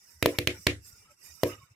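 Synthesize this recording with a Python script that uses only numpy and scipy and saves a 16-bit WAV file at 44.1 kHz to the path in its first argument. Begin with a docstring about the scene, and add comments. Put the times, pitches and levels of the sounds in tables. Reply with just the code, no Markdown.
"""Rows of matchsticks burn on hard ground in a walled yard, over 1.75 seconds.
From the start, flames flutter (low noise, short puffs) and heads hiss on the right (noise that swells and fades).
Five pops come between 0.2 and 0.7 s: each is a crack with quick reflections, a sizzle, a thump and a low boom.
Each pop also bounces off the ground and sets off noise echoes and hollow tones in the yard.
Faint whistles (wavering tones) come from 0.55 s on; a last pop comes at 1.4 s, then flames and hiss go on."""
import sys
import numpy as np
from scipy import signal
from scipy.fft import rfft, irfft
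from scipy.io import wavfile
from scipy.ndimage import uniform_filter1d

SR = 44100
rng = np.random.default_rng(int(sys.argv[2]) if len(sys.argv) > 2 else 0)


def convert_level_to_amplitude(level_db):
    """Map a level in decibels to its linear amplitude factor."""
    exponent = np.asarray(level_db, float) / 20
    return 10 ** exponent


def transcribe(signal):
    """Save signal, clipped to [-1, 1], as a 16-bit WAV file at the path in sys.argv[1]."""
    frames = np.atleast_2d(signal).T
    limited = np.clip(frames, -1, 1)
    pcm = np.round(limited * 32767).astype(np.int16)
    wavfile.write(sys.argv[1], SR, pcm)


N = 77175  # samples in the scene
LEFT_RIGHT = np.array([[1], [-1]])


def sides(pan_db):
    """Gains for left and right that differ by pan_db; a positive pan leans left."""
    return convert_level_to_amplitude(LEFT_RIGHT * pan_db / 2)


def unit(x):
    """Scale to an rms of 1."""
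    return x / np.sqrt(np.mean(x ** 2))


def colour(x, points):
    """Filter with the given (Hz, dB) shape; it never sounds ahead of its input and has unit energy."""
    hz_points, db_points = np.array(points, float).T
    hz = np.maximum(np.arange(1025) * SR / 2048, 1)
    log_gain = np.interp(np.log(hz), np.log(hz_points), db_points) * np.log(10) / 20
    # fold the cepstrum forward in time: this gives the minimum-phase filter
    cepstrum = irfft(log_gain)
    cepstrum[1:1024] *= 2
    cepstrum[1025:] = 0
    h = irfft(np.exp(rfft(cepstrum)))[:1024]
    h = h / np.sqrt(np.sum(h ** 2))
    h = h.reshape((1,) * (x.ndim - 1) + (-1,))
    return signal.fftconvolve(x, h, axes=-1)[..., :x.shape[-1]]


def band(x, hz, width_hz):
    """Keep only a band of pitches around hz."""
    edges_hz = [hz - width_hz / 2, min(hz + width_hz / 2, .49 * SR)]
    return signal.sosfilt(signal.butter(2, edges_hz, "band", fs=SR, output="sos"), x)


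def walk(rate):
    """A wandering random curve: values held for 1 / rate seconds, then smoothed twice."""
    k = int(SR / rate)
    steps = np.repeat(rng.standard_normal(200), k)[:N]
    return 1.3 * uniform_filter1d(uniform_filter1d(steps, k), k)


def fade(age, t60):
    """Steady dying away, by 60 dB in t60 seconds."""
    return np.exp(-np.log(1000) * age / t60)


def ring(age, hz, t60):
    """A dying sine that starts at age 0."""
    a = np.maximum(age, 0)
    return np.sin(2 * np.pi * hz * a) * fade(a, t60)


def late(x, ms):
    """Delay by ms milliseconds."""
    return np.roll(x, int(ms * SR / 1000), axis=-1)


USUAL_FLARE_DB = -54.5  # treble level that counts as a usual flare
FLUTTER_DB, FLUTTER_HZ, FLUTTER_WIDTH_HZ = -70, 85, 150  # rumble level at a usual flare, before it wanders
FLUTTER_FOLLOWS = .4  # dB of rumble per dB of flare
# puffs of the flames: start_s (the loudest moment), pitch_hz, level_db, length_s (from the peak to 1/e)
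PUFFS = [(0.172, 78.6, -54, .025), (.6, 182, -53, 0.0093), (0.793, 85, -53, 0.022),
         (.936, 80.2, -50.5, 0.0077), (1.0, 90, -59, .012), (1.318, 78, -54.5, 0.03),
         (1.535, 79, -47.5, 0.011), (1.592, 95, -52.5, 0.011), (1.61, 105, -55, 0.0052),
         (1.636, 105, -51, 0.0069), (1.718, 99, -52, 0.0097)]
# faint short whistles: start_s (the loudest moment), pitch_hz, level_db, length_s (from the peak to 1/e)
WHISTLES = [(.555, 883, -61, 0.019), (.95, 1398, -68, .03), (1.01, 2356, -69, 0.026),
            (1.095, 1308, -62, 0.027), (1.115, 580, -61, 0.013), (1.3, 1913, -59, 0.016),
            (1.625, 1080, -58, 0.019), (1.655, 1315, -69, 0.026)]


def flutter():
    """Flames: low noise that follows the flare, nearly alike on both sides, with puffs and wavering whistles."""
    t = np.arange(N) / SR
    mid, side = band(rng.standard_normal((2, N)), FLUTTER_HZ, FLUTTER_WIDTH_HZ)
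    rumble = unit(mid + .3 * side * LEFT_RIGHT)
    flare_db = np.interp(t, *np.array(FLARE)[:, :2].T)
    rumble_db = FLUTTER_DB + 3.0 * walk(30) + FLUTTER_FOLLOWS * (flare_db - USUAL_FLARE_DB)
    out = convert_level_to_amplitude(rumble_db) * rumble
    for table, waver in ((PUFFS, .4), (WHISTLES, 1.1)):
        for s, hz, db, length in table:
            swell = convert_level_to_amplitude(db + 2 * waver * walk(90)) * np.exp(-((t - s) / length) ** 2)
            out += swell * np.cos(2 * np.pi * hz * (t - s) + waver * walk(90))
    return out


# flaring heads: start_s, treble_db, middle_db (both before a 4.5 dB lift), pan_db (left over right)
FLARE = [(0, -66.5, -74.5, -1), (0.114, -62.5, -71.5, -9), (.19, -67.5, -76, -4), (0.298, -55.5, -62, -5.5),
         (0.359, -58, -51, -3), (.45, -67.5, -100, -7), (0.551, -60, -64, 0), (.63, -57, -75.5, -6),
         (.72, -71.5, -61, -10), (.814, -72, -82, -8), (.856, -57, -68.5, -5), (.886, -57, -68.5, -8),
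         (.944, -64, -70, -4), (.988, -61.5, -69, -3.5), (1.09, -73.5, -70, -1),
         (1.116, -65.5, -68.5, -3.5), (1.164, -76.5, -82.5, -4.5), (1.246, -57.5, -67.5, -8.5),
         (1.305, -58.5, -65.5, -7), (1.355, -62, -78, -12), (1.411, -63.5, -66.5, -9),
         (1.472, -52.5, -65, -10), (1.506, -53.5, -47, -6), (1.58, -68.5, -64, -3.5),
         (1.637, -68.5, -75, -10), (1.686, -77.5, -73, -1), (1.72, -70.5, -72, -1.5),
         (1.75, -84, -77, -3.5)]
# tone of the treble hiss: pitch_hz, level_db (per Hz, relative)
TREBLE = [(2590, -46), (4400, -24), (5010, -1.5), (5550, -1), (6150, -6.5), (8780, -6.5), (9530, -13.5),
          (10800, -13.5), (11700, -5), (12300, -9), (14900, -20.5), (15400, -24.5), (16000, -29)]
# tone of the middle hiss: pitch_hz, level_db (per Hz, relative)
MIDDLE = [(120, -39.5), (200, -18), (363, -13), (710, -16), (1470, -8.5), (1670, -17.5), (1920, -8),
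          (2910, -10), (3350, -29), (3670, -12), (4400, -43), (5720, -41.5), (9680, -120)]
# slow and quick wavering heard in narrow bands, each (treble dB, middle dB) per unit of walk()
SLOW_WAVER_DB, QUICK_WAVER_DB = (.8, 2.5), (1.5, 2.5)
SLOW_PER_S, QUICK_PER_S = 13, 80
BRIGHTEN, BRIGHT_HZ = .4, 9100  # dB per octave above BRIGHT_HZ for each dB over the usual flare


def flare():
    """Hiss of igniting heads: noise swells and fades, brighter on top when strong; narrow bands waver in it."""
    t, out = np.arange(N) / SR, 0
    start_s, treble_db, middle_db, pan_db = np.array(FLARE, float).T
    for points, levels, slow_db, quick_db in ((TREBLE, treble_db, SLOW_WAVER_DB[0], QUICK_WAVER_DB[0]),
                                              (MIDDLE, middle_db, SLOW_WAVER_DB[1], QUICK_WAVER_DB[1])):
        noise = colour(rng.standard_normal((2, N)), points)
        db = np.interp(t, start_s, levels)
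        low_hz, high_hz = points[1][0], points[-2][0]
        layer = 0
        for hz in low_hz * 2 ** np.arange(0, np.log2(high_hz / low_hz), 1 / 8):
            waver = slow_db * walk(SLOW_PER_S) + quick_db * walk(QUICK_PER_S)
            brighter = BRIGHTEN * (db - USUAL_FLARE_DB) * max(np.log2(hz / BRIGHT_HZ), 0)
            layer = layer + band(noise, hz, hz / 10.3) * convert_level_to_amplitude(waver + brighter)
        out = out + unit(layer) * convert_level_to_amplitude(db + 4.5)
    return out * sides(np.interp(t, start_s, pan_db))


# yard echoes by band: pitch_hz, level_db (relative), t60_s (time to fade by 60 dB)
YARD = [(70, -29, 0.3), (190, -20.5, .27), (400, -8, .2), (620, -12.5, 0.1), (810, -21, 0.21),
        (1190, -13, 0.13), (1610, -14.5, 0.27), (2300, -5, 0.08), (3780, -15.5, 0.18), (5200, -17, 0.14),
        (9000, -11, 0.28), (15000, -23.5, .15)]
# hollow tones of the yard: pitch_hz, level_db (before scatter and the hold), t60_s (time to fade by 60 dB)
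HOLLOWS = [(76, -62.5, 0.39), (101.25, -63.5, 0.32), (136.4, -65, .25), (187.6, -62.5, 0.12),
           (253.6, -54.5, .2), (297.8, -46.5, 0.17), (360.4, -49, 0.15), (430.2, -57, 0.14),
           (484, -47.5, 0.16), (544, -56, 0.18), (640, -60.5, 0.073)]
WALLS_S, SETTLE_S, EARLY_DB = .034, .014, 2.5  # fading starts; early extra level goes SETTLE_S before that
HOLLOW_SCATTER_DB, HOLLOW_RISE_S, HOLLOW_HOLD_S = -1, 0.0033, .025  # tones hold before they fade


def yard(x, start):
    """Dense noise echoes, stronger early, die band by band once the walls answer; hollow tones ring on."""
    t = np.arange(SR // 2) / SR
    band_hz, band_db, band_t60 = np.array(YARD, float).T
    settled = 1 / (1 + np.exp(-(t - WALLS_S + SETTLE_S) / (SETTLE_S / 3)))
    early = convert_level_to_amplitude(EARLY_DB) + (1 - convert_level_to_amplitude(EARLY_DB)) * settled
    echo = 0
    for hz in 60 * 2 ** np.arange(0, 8.1, 1 / 3):
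        db = np.interp(np.log(hz), np.log(band_hz), band_db)
        t60 = np.interp(np.log(hz), np.log(band_hz), band_t60)
        mid, side = band(rng.standard_normal((2, len(t))), hz, hz / 4.3)
        pair = mid + min(hz / 1600.0, 1.2) * side * LEFT_RIGHT  # high echoes spread wider
        echo = echo + convert_level_to_amplitude(db) * pair * fade(np.maximum(t - WALLS_S, 0), t60)
    echo = echo * early * np.minimum(t / 0.0037, 1) ** 2 / np.sqrt(SR * WALLS_S)
    for (hz, db, t60), c in zip(HOLLOWS, rng.standard_normal((len(HOLLOWS), 3))):
        lag = .003 + (abs(c[0]) + .04 * c[1] * LEFT_RIGHT) / hz
        tone = convert_level_to_amplitude(db + HOLLOW_SCATTER_DB * c[2]) * ring(t - lag, hz, t60)
        # undo the fade during the hold, at the level of its middle
        hold = convert_level_to_amplitude(60 * (np.minimum(t, HOLLOW_HOLD_S) - HOLLOW_HOLD_S / 2) / t60)
        echo = echo + tone * (1 - np.exp(-t / HOLLOW_RISE_S)) * hold
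    tail = signal.fftconvolve(x.mean(0)[None, start:start + SR // 8], echo, axes=-1)
    return np.pad(tail, ((0, 0), (start, N)))[:, :N]


# the first crack of a pop and its quick reflections: late_ms (before jitter), level_db (added to crack_db),
# pan_db (left over right, added to the pop's pan, before scatter)
ARRIVALS = [(0, 0.5, 12), (.6, -0.5, 7.5), (1.3, -3, 3.5), (2.0, 4.5, -5), (2.5, -8, -20), (2.9, 1, 10),
            (3.5, -1, -8.5)]
# tone of the crack and its reflections: pitch_hz, level_db (per Hz, relative)
CRACK_COLOUR = [(350, -44.5), (600, -0.5), (1260, -7), (2120, 1.5), (2990, -2.5), (4050, -2.5),
                (6920, -12.5), (7940, -17.5), (12300, -23), (13600, -40.5), (14900, -22.5), (16000, -39)]
CRACK_JITTER_MS, CRACK_T60_S, FIZZ_DB = 0.11, 0.0049, -7.5  # fizz is the noise after each click


def crack(s, crack_db, fade_db, pan_db):
    """A first crack and its quick reflections over 3.5 ms, each a click followed by dying noise."""
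    arrivals = np.zeros((2, N))
    chance = rng.standard_normal((len(ARRIVALS), 2))
    chance[0] = 0  # the first crack is exactly on time and in place
    for (ms, db, lean_db), (jitter, lean_scatter) in zip(ARRIVALS, chance):
        fizz = rng.standard_normal(400) + .5 * rng.standard_normal((2, 400))
        click = fizz * convert_level_to_amplitude(FIZZ_DB) * fade(np.arange(400) / SR, CRACK_T60_S)
        click[:, 0] = 1
        i = int((s + (ms + CRACK_JITTER_MS * jitter) / 1000) * SR)
        size = convert_level_to_amplitude(crack_db + db + fade_db * ms)
        arrivals[:, i:i + 400] += sides(pan_db + lean_db + 2.5 * lean_scatter) * size * click
    return colour(arrivals, CRACK_COLOUR)


THUMP_CYCLES = 1.43  # cycles in which the thump fades by 30 dB
BOOM_HZ, BOOM_T60_S = 96.8, 0.05
GROUND_MS, GROUND_DB, SIDE_MS, SIDE_DB = 1.9, -7, 3.086, -6.5  # bounce off the ground; off something on the right
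SIZZLE_HZ, SIZZLE_WIDTH_HZ, SIZZLE_S = 12850, 4300, 0.0052  # a spit of gas at the very top
# pops: start_s, crack_db, crack_fade_db_per_ms (added per ms late), sizzle_db, thump_db, thump_hz,
# boom_db, pan_db (left over right), sent_db (crack sent to the yard)
POPS = [(0.2259, -9.5, -3.5, -32.5, -11, 378, -17, -7, -0.5),
        (0.259, -9.5, -3.5, -28, -1.5, 530, -18.5, -1, -0.5),
        (.3860, -14.5, -1, -31, -15, 400, -17.5, -2.5, -3.5),
        (0.4723, -10.5, -1.96, -35, -13.5, 400, -19, -6.5, 3),
        (0.6674, -12, 1.4, -35, -10.5, 330, -13.5, -5, 6),
        (1.4336, -14, -4, -32, -2.5, 540, -17.5, -1, -5.5)]


def pops():
    """A crack, a sizzle, a thump with two bounces, and a boom that pulls inward first; the yard echoes them."""
    t, out = np.arange(N) / SR, 0
    spit = rng.standard_normal(N) + .45 * rng.standard_normal((2, N))
    spit = unit(band(spit, SIZZLE_HZ, SIZZLE_WIDTH_HZ))
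    for s, crack_db, fade_db, sizzle_db, thump_db, hz, boom_db, pan_db, sent_db in POPS:
        thump = convert_level_to_amplitude(thump_db) * ring(t - s, hz, 2 * THUMP_CYCLES / hz)
        thump = thump + convert_level_to_amplitude(GROUND_DB) * late(thump, GROUND_MS)
        thump = thump + convert_level_to_amplitude(SIDE_DB) * late(thump, SIDE_MS) * np.array([[0], [1]])
        sizzle = convert_level_to_amplitude(sizzle_db) * spit * (t > s) * np.exp(-((t - s) / SIZZLE_S) ** 4)
        boom = -convert_level_to_amplitude(boom_db) * ring(t - s, BOOM_HZ, BOOM_T60_S)  # minus: inward first
        body = sides(pan_db) * (thump + sizzle + boom)
        start = int(s * SR)
        sent = convert_level_to_amplitude(sent_db) * colour(signal.unit_impulse(N, start), CRACK_COLOUR)
        out = out + crack(s, crack_db, fade_db, pan_db) + body + yard(sent + body, start)
    return out


def scene():
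    """Flutter and hiss, with the pops and their echoes on top."""
    return flutter() + flare() + pops()


def low_pass(x):
    """Removes everything above the highest recorded frequency."""
    return signal.sosfilt(signal.butter(12, 16810, fs=SR, output="sos"), x)


def record(dry):
    """The microphone loses the deepest bass, below about 45 Hz."""
    mix = signal.sosfilt(signal.butter(1, 45., "high", fs=SR, output="sos"), dry)
    return low_pass(mix)


dry = scene()
out = record(dry)
transcribe(out)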